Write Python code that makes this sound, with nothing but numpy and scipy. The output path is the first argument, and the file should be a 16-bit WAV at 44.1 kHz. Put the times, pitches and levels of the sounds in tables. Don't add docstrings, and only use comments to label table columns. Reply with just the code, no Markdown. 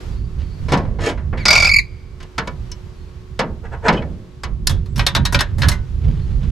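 import sys
import numpy as np
from scipy import signal
from scipy.fft import rfft, irfft
from scipy.io import wavfile
from scipy.ndimage import uniform_filter1d

SR = 44100
rng = np.random.default_rng(int(sys.argv[2]) if len(sys.argv) > 2 else 0)


def waveform_to_disk(signal):
    frames = np.transpose(np.atleast_2d(signal))
    scaled = np.clip(frames, -1, 1) * 32767
    samples = np.round(scaled).astype(np.int16)
    wavfile.write(sys.argv[1], SR, samples)


N = 287091
T = np.arange(N) / SR

WIND_LEVEL = [(0, -39), (.11, -22), (.47, -25), (.7, -20), (1.08, -26.5), (1.4, -22.5), (1.65, -22.5),
              (2.05, -35.5), (2.35, -40), (2.55, -27.5), (3.3, -36), (3.5, -30), (3.72, -31), (3.93, -22),
              (4.3, -40), (4.55, -22.5), (5.9, -23), (6.51, -16.5)]
WIND_SPECTRUM = [(5, -51), (16, -7), (28, -1), (45, 2), (70, 1.5), (100, -3.5), (140, -6), (200, -15),
                 (280, -28), (450, -34), (900, -61), (2000, -95.5)]
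EDDY_HITS = [(4.7, 0.07, -21), (4.98, 0.037, -18.5), (5.19, 0.034, -14.5), (5.36, 0.016, -14),
             (5.6, 0.098, -15.5), (6.06, 0.047, -16)]
EDDY_SPECTRUM = [(16, -8), (40, -4), (75, 5.5), (140, 3.5), (200, -8), (320, -19), (800, -37.5),
                 (2500, -72)]
HUSH_LEVEL = [(0, -44), (.13, -46), (.23, -54), (.65, -48), (.9, -54), (1.9, -55), (2.8, -50), (3.3, -54.5),
              (4.2, -53), (4.6, -57), (5.8, -52.5), (6.1, -51), (6.51, -49)]
HUSH_SPECTRUM = [(100, -1), (400, 0.5), (650, -9), (1100, -9), (1800, -14), (3000, -16.5), (4500, -18.5),
                 (7000, -25), (10000, -33.5), (12300, -31), (14000, -62.5)]
HUM_TONES = [(366, -51.5), (452, -65.5), (1098, -68)]
BIRD_CALLS = [(.05, .25, 4750, 4400, -64), (.33, 0.32, 4650, 4400, -64), (2.85, 0.22, 4850, 4000, -68),
              (4.872, 0.04, 6900, 7900, -55), (6.17, 0.064, 4060, 4450, -59), (6.29, .08, 4050, 4450, -65)]
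SHOE_SHIFTS = [(.4, 0.033, -51), (6.03, 0.17, -49), (6.3, 0.014, -51), (6.43, 0.027, -48)]
GRASS_SPECTRUM = [(200, -1), (900, 2.5), (1600, 1), (3500, -1), (7500, -18), (11000, -33), (14000, -64)]

# start_s, level_db, bass_rel_db, top_rel_db, t60_s, local_hz
HOOD_HITS = [(0.683, -30.5, 1.5, -20.5, 1, 537), (0.72, -14, 6, -13.5, .12, 1045),
             (0.733, -14, -1.5, -20, 0.19, 960), (0.772, -29.5, 4, -14, 0.28, 229),
             (0.85, -36, 3, -30, 0.083, 506), (0.987, -32.5, 4.5, -31, 0.43, 479),
             (1.174, -34.5, -12.5, -38, 0.34, 638), (1.328, -27.5, 1.5, -53, 0.24, 512),
             (1.373, -26.5, -37, -32, 0.5, 1010), (2.202, -36, -23, -19, 0.29, 990),
             (2.228, -42, -2.5, -0.5, .11, 3000), (2.38, -14, -9.5, -16.5, 0.16, 1380),
             (2.473, -25.5, -3.5, -12, 0.12, 1340), (2.716, -35.5, -20, 6, 0.067, 5580),
             (3.391, -13, -5, -18.5, 0.2, 870), (3.882, -4, -7, -26.5, 0.15, 877),
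             (3.925, -25, 5.5, -22, 0.35, 514), (3.966, -38, 11.5, -20, 0.38, 572),
             (4.02, -27.5, -15, -36, 0.11, 545), (4.434, -22.5, -11, -10, 0.16, 1184)]
HOOD_MODES = [(135.6, 1, 0.5), (209.7, 0, 0.6), (232.3, 1.5, 0.11), (288.5, -8, 0.11), (336, -3.5, 0.5),
              (410, -4, 0.18), (454.2, 6.5, 0.23), (522, -4, 0.82), (549, -10, 0.7), (634, -5, 0.95),
              (715, -10, 0.35), (911.5, -3.5, 0.42), (987, 9.5, 0.14), (1088, -3.5, 0.31),
              (1187, -7.5, 0.19), (1368, 0, 0.1), (1740, -2, .17), (2248, 4, .1), (2950, -2, 0.13)]
HOOD_SPECTRUM = [(60, -72), (140, -25.5), (300, -33.5), (550, -32.5), (1000, -36.5), (1600, -37),
                 (2300, -40), (3200, -37), (5000, -32), (8000, -38), (12000, -47.5), (16000, -83)]
CATCH_FORCE = [(1.06, 0.029, -19.5)]
CATCH_SPECTRUM = [(100, -63.5), (220, -47), (330, -51), (460, -49.5), (900, -56), (1500, -54.5),
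                  (2400, -57.5), (4000, -61.5), (7000, -66), (12000, -85), (16000, -100)]

HINGE_WHINE = [(1.385, 0.066, 2520, 1926, -40)]
HINGE_LIFT = [(1.454, 5, -21, 2037), (1.481, 4, -12.5, 2172), (1.528, 5, -11.5, 2426),
              (1.599, -2, -12.5, 2272), (1.645, -1, -10, 2320), (1.667, -5.5, -12.5, 2445),
              (1.688, -9, -13.5, 2248), (1.732, -48, -9.5, 2360), (1.781, -50, -13.5, 2210)]
HINGE_MODES = [(640, -3.5, 0.9), (1398, 5.5, 0.29), (2270, 11, 0.086), (2430, -12, 0.18),
               (3600, -1.5, 0.49), (4150, -28.5, 0.054), (4550, 3, 0.064), (4880, 5, 0.4), (5600, -1, 0.23),
               (8300, -15, .15)]
JOLT_SPECTRUM = [(70, -72), (180, -48.5), (350, -66), (600, -49), (850, -52.5), (1350, -49), (1800, -58.5),
                 (2300, -47.5), (3200, -57.5), (4600, -47.5), (5600, -53), (7000, -55), (11000, -77),
                 (15000, -94)]
SPRING_MODES = [(2200, 400, -4.5), (4800, 600, -6)]
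BAY_REFLECTIONS = [(.0031, -14), (.0058, -9), (.0104, -15), (.0163, -19.5)]

ROD_FORCE = [(3.643, 0.012, -36), (3.731, 0.0027, -26), (3.855, 0.014, -14.5)]
ROD_SPECTRUM = [(100, -21), (450, 4.5), (850, 5), (1400, 1), (2000, -5), (4000, -24.5), (8000, -27.5),
                (14000, -65)]
# start_s, length_s, nominal_from_hz, nominal_to_hz, level_db
TIP_SQUEAKS = [(3.922, 0.036, 3160, 3210, -44), (3.925, .025, 2620, 2600, -45),
               (3.966, 0.0115, 3120, 3270, -27.5), (3.968, 0.0162, 2640, 2600, -31)]

# start_s, level_db, bass_rel_db, top_rel_db, t60_s, local_hz
WRENCH_HITS = [(4.6706, -4.5, -34.5, -9, 0.053, 4380), (4.6941, -19, -16.5, -13, 0.17, 3450),
               (4.8586, -41, -12, -16, 0.14, 1200), (4.959, -24.5, -25, -19, 0.24, 5440),
               (4.9785, -28, -9, -9, 0.23, 3070), (4.9936, -6, -23.5, -35, 0.12, 2280),
               (5.0651, -4, -23, -18.5, .12, 3780), (5.1495, -4.5, -22, -25, 0.084, 3680),
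               (5.1618, -10.5, -12.5, -23, .11, 3590), (5.2521, -8, -25, -18, 0.11, 4020),
               (5.3241, -21, -6, -8, 0.17, 1527), (5.3449, -2.5, -22, -27, 0.097, 2470),
               (5.39, -8.5, -24, -30, 0.12, 3880), (5.406, -6.5, -16.5, -17.5, 0.092, 1870),
               (5.5825, -34, -5.5, -11, 0.53, 1930), (5.6186, -10, -19, -24.5, 0.078, 4080),
               (5.6311, -12.5, -16.5, -33, 0.22, 1624), (5.685, -9.5, -18, -9, 0.097, 4040),
               (5.7148, -17, -18.5, -19, 0.17, 2050)]
WRENCH_MODES = [(556, 11.5, 0.25), (975, 2, 0.24), (1467, -3, 0.28), (1635, 0, 0.17), (1826, 0.5, 0.18),
                (2590, -3, 0.086), (3730, 1, 0.059), (3960, 3, 0.06), (4354, 9.5, 0.046),
                (4780, 6.5, 0.041), (5540, 8, 0.052), (7850, -4, 0.06), (8150, -9, 0.033), (11400, 0, 0.04)]
WRENCH_SPECTRUM = [(100, -40), (300, -30.5), (550, -33.5), (1000, -30.5), (1800, -38.5), (2700, -46),
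                   (4000, -43.5), (6000, -39), (8500, -37), (10000, -37.5), (12000, -36.5), (13500, -65),
                   (15000, -71), (16000, -69)]


def undb(db):
    return 10 ** (np.asarray(db) / 20)


def curve(rows):
    return np.interp(T, *np.transpose(rows))


def db_at(hz, spectrum):
    freq_hz, db = np.transpose(spectrum)
    return np.interp(np.log(np.maximum(hz, 1)), np.log(freq_hz), db)


def unit_rms(x):
    return x / np.sqrt(np.mean(x ** 2))


def noise(spectrum):
    gain = undb(db_at(np.arange(N // 2 + 1) * SR / N, spectrum))
    return unit_rms(irfft(rfft(rng.standard_normal(N)) * gain, N))


def drift(rate_hz):
    hold = int(SR / rate_hz)
    stairs = np.repeat(rng.standard_normal(N // hold + 1), hold)[:N]
    return unit_rms(uniform_filter1d(stairs, hold))


def decay(t, t60_s):
    return np.exp(-np.log(1000) * t / t60_s)


def add(out, start_s, x):
    i = int(start_s * SR)
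    out[i:i + len(x)] += x[:N - i]


def swells(rows, rise_db_per_s, fall_db_per_s):
    return sum(undb(db - rise_db_per_s * np.maximum(start_s - T, 0)
                    - fall_db_per_s * np.maximum(T - start_s - hold_s, 0))
               for start_s, hold_s, db in rows)


def chirps(rows, waver, waver_hz, partials=((1, 0),)):
    out, wobble = np.zeros(N), 1 + waver * drift(waver_hz)
    for start_s, length_s, from_hz, to_hz, db in rows:
        n = int(length_s * SR)
        pitch_hz = np.linspace(from_hz, to_hz, n) * wobble[int(start_s * SR):][:n]
        phase = 2 * np.pi * np.cumsum(pitch_hz) / SR
        tone = sum(undb(partial_db) * np.sin(ratio * phase) for ratio, partial_db in partials)
        add(out, start_s, undb(db) * np.sqrt(2) * signal.windows.tukey(n, 0.5) * tone)
    return out


def scatter(x, t60_s):
    response = rng.standard_normal(SR) * decay(T[:SR], t60_s)
    return signal.fftconvolve(x, response / np.linalg.norm(response))[:N]


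def wind():
    level_db = curve(WIND_LEVEL)
    rumble = undb(level_db + 2.3 * drift(20))
    buffet = swells(EDDY_HITS, rise_db_per_s=298, fall_db_per_s=291)
    shared, *own = [rumble * noise(WIND_SPECTRUM) + buffet * noise(EDDY_SPECTRUM) for _ in range(3)]
    ports = shared + undb(-10) * np.array(own)
    right_bias_db = 6 + 0.01 * (level_db + 22)
    return ports * undb(np.array([-right_bias_db, right_bias_db]) / 2)


def hush():
    shared = noise(HUSH_SPECTRUM)
    pair = np.array([shared + 1.46 * noise(HUSH_SPECTRUM) for _ in range(2)])
    return pair * undb(curve(HUSH_LEVEL) + 0.5 * drift(8.4))


def machine_hum():
    out = np.zeros(N)
    for hz, db in HUM_TONES:
        amplitude = np.sqrt(2) * undb(db + 2.2 * drift(3.8))
        pitch_hz = hz * (1 + 0.005 * drift(11))
        out += amplitude * np.sin(2 * np.pi * np.cumsum(pitch_hz) / SR)
    return out


def birds():
    calls = chirps(BIRD_CALLS, waver=0.032, waver_hz=90)
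    return scatter(calls * undb(6.5 * drift(40)), t60_s=0.36)


def shoes():
    pressure = swells(SHOE_SHIFTS, rise_db_per_s=437, fall_db_per_s=250)
    return noise(GRASS_SPECTRUM) * pressure * undb(3.2 * drift(180))


def noise_bands():
    bands, edge = [], 2 ** (1 / 6)
    for hz in 76 * 2 ** (np.arange(24) / 3):
        bandpass = signal.butter(4, [hz / edge, hz * edge], "band", fs=SR, output="sos")
        bands.append((hz, unit_rms(signal.sosfilt(bandpass, rng.standard_normal(N)))))
    return bands


def blow(bands, colour_db, modes, t60_s, rise_s, ring_db, damping=0.34, tail_db=-27, detune=0.0045):
    t, offset = T[:SR * 3 // 4], rng.integers(N - SR)
    out = np.zeros(len(t))
    for hz, band in bands:
        life = (hz / 1000) ** -damping
        crack = undb(1.5) * decay(t, 0.0067) * hz / (hz + 5000)
        tail = undb(tail_db) * decay(t, 0.42 * life) / (1 + (hz / 5000) ** 4)
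        envelope = crack + decay(t, t60_s * life) + tail
        out += undb(colour_db(hz) - 5) * np.sqrt(hz) * envelope * band[offset:offset + len(t)]
    for hz, db, mode_t60_s in modes:
        spot_db = 3 * rng.standard_normal()
        loaded_hz = hz * (1 + detune * rng.standard_normal())
        amplitude = undb(colour_db(hz) + db + ring_db + spot_db) * np.sqrt(hz) / 2
        envelope = decay(t, min(mode_t60_s, 2 * t60_s))
        out += amplitude * envelope * np.sin(2 * np.pi * (loaded_hz * t + rng.random()))
    return out * (1 - np.exp(-t / rise_s))


def blows(bands, hits, spectrum, modes, tilt_hz, local_db, ring_db, **body):
    out = np.zeros(N)
    for start_s, db, bass_db, top_db, t60_s, local_hz in hits:
        tilt = list(zip(tilt_hz, [bass_db, 0, top_db]))
        colour_db = lambda hz: db + db_at(hz, spectrum) + db_at(hz, tilt)
        local = [(ratio * local_hz, local_db - ring_db, t60_s) for ratio in (0.95, 1, 1.07)]
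        add(out, start_s, blow(bands, colour_db, modes + local, t60_s, ring_db=ring_db, **body))
    return out


def hood_knocks(bands):
    return blows(bands, HOOD_HITS, HOOD_SPECTRUM, HOOD_MODES, tilt_hz=[300, 2000, 8500],
                 local_db=1, ring_db=0, rise_s=0.002, damping=0.6, tail_db=-15.5, detune=0.004)


def rub(bands, force, spectrum, slips_per_s, t60_s, ring_db):
    slips = (rng.random(N) < slips_per_s / SR) * rng.standard_normal(N)
    panel = blow(bands, lambda hz: db_at(hz, spectrum), HOOD_MODES, t60_s,
                 rise_s=0.00083, ring_db=ring_db)
    return signal.fftconvolve(unit_rms(slips) * force, panel / np.linalg.norm(panel))[:N]


def catch(bands, grip_s=1):
    force = swells(CATCH_FORCE, rise_db_per_s=163.5, fall_db_per_s=607) * (T > grip_s)
    return rub(bands, force, CATCH_SPECTRUM, slips_per_s=1400, t60_s=0.14, ring_db=-2)


def hinge(bands, slip_s=0.0235, squeal_delay_s=0.0027, squeal_s=0.014):
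    times_s, *controls = np.transpose(HINGE_LIFT)
    stages = [np.linspace(from_s, to_s, max(1, round((to_s - from_s) / slip_s)), endpoint=False)
              for from_s, to_s in zip(times_s, times_s[1:])]
    jolts, notes = np.zeros(N), list(HINGE_WHINE)
    for start_s in np.concatenate(stages + [times_s[-1:]]):
        jolt_db, squeal_db, pitch_hz = (np.interp(start_s, times_s, column) for column in controls)
        jolt = blow(bands, lambda hz: db_at(hz, JOLT_SPECTRUM), HINGE_MODES, t60_s=0.085,
                    rise_s=0.0014, ring_db=-4, damping=0.3, tail_db=-27.5, detune=0.022)
        add(jolts, start_s, undb(jolt_db) * jolt)
        sag_hz = pitch_hz * (0.06 + 0.1 * rng.standard_normal())
        from_hz, to_hz = pitch_hz + sag_hz / 2, pitch_hz - sag_hz / 2
        notes.append((start_s + squeal_delay_s, squeal_s, from_hz, to_hz, squeal_db))
    return jolts + hinge_squeal(notes)


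def hinge_squeal(notes):
    partials = [(0.5, -30), (1, 0), (2, -7), (3, -22), (4, -31), (5, -36), (6, -45)]
    squeal = chirps(notes, waver=0.022, waver_hz=700, partials=partials)
    squeal *= undb(2 * drift(400)) * (1 + undb(-40) * rng.standard_normal(N))
    echoes = sum(undb(db) * np.roll(squeal, int(delay_s * SR)) for delay_s, db in BAY_REFLECTIONS)
    spring = sum(undb(db) * signal.lfilter(*signal.iirpeak(hz, hz / width_hz, fs=SR), squeal)
                 for hz, width_hz, db in SPRING_MODES)
    ring = undb(-10) * scatter(squeal, t60_s=0.15) + undb(-26) * scatter(spring, t60_s=1.1)
    return 0.94 * (squeal + echoes) + ring


def prop_rod(bands):
    force = swells(ROD_FORCE, rise_db_per_s=817, fall_db_per_s=553)
    scrape = rub(bands, force, ROD_SPECTRUM, slips_per_s=2800, t60_s=0.12, ring_db=-7)
    squeaks = chirps(TIP_SQUEAKS, waver=0.037, waver_hz=604, partials=[(0.96, 0.0027)])
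    return scrape + scatter(squeaks, t60_s=0.095)


def wrench(bands):
    return blows(bands, WRENCH_HITS, WRENCH_SPECTRUM, WRENCH_MODES, tilt_hz=[500, 3400, 8500],
                 local_db=2.5, ring_db=-2.5, rise_s=0.001, damping=0.24, tail_db=-20.5, detune=0.0257)


def bay_stereo(x, above_hz=900, delay_s=0.0024):
    treble = signal.sosfilt(signal.butter(2, above_hz, "high", fs=SR, output="sos"), x)
    side = undb(-9.5) * scatter(np.roll(treble, int(delay_s * SR)), t60_s=0.03)
    return np.array([x + side, x - side])


def scene():
    bands = noise_bands()
    truck = hood_knocks(bands) + catch(bands) + hinge(bands) + prop_rod(bands) + wrench(bands)
    return bay_stereo(truck) + wind() + hush() + machine_hum() + birds() + shoes()


def record(dry, cutoff_hz=15800):
    rounded = dry / (1 + dry ** 6) ** (1 / 6)
    lowpass = signal.ellip(6, 0.1, 50, cutoff_hz, fs=SR, output="sos")
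    return signal.sosfiltfilt(lowpass, rounded * signal.windows.tukey(N, 0.002))


dry = scene()
out = record(dry)
waveform_to_disk(out)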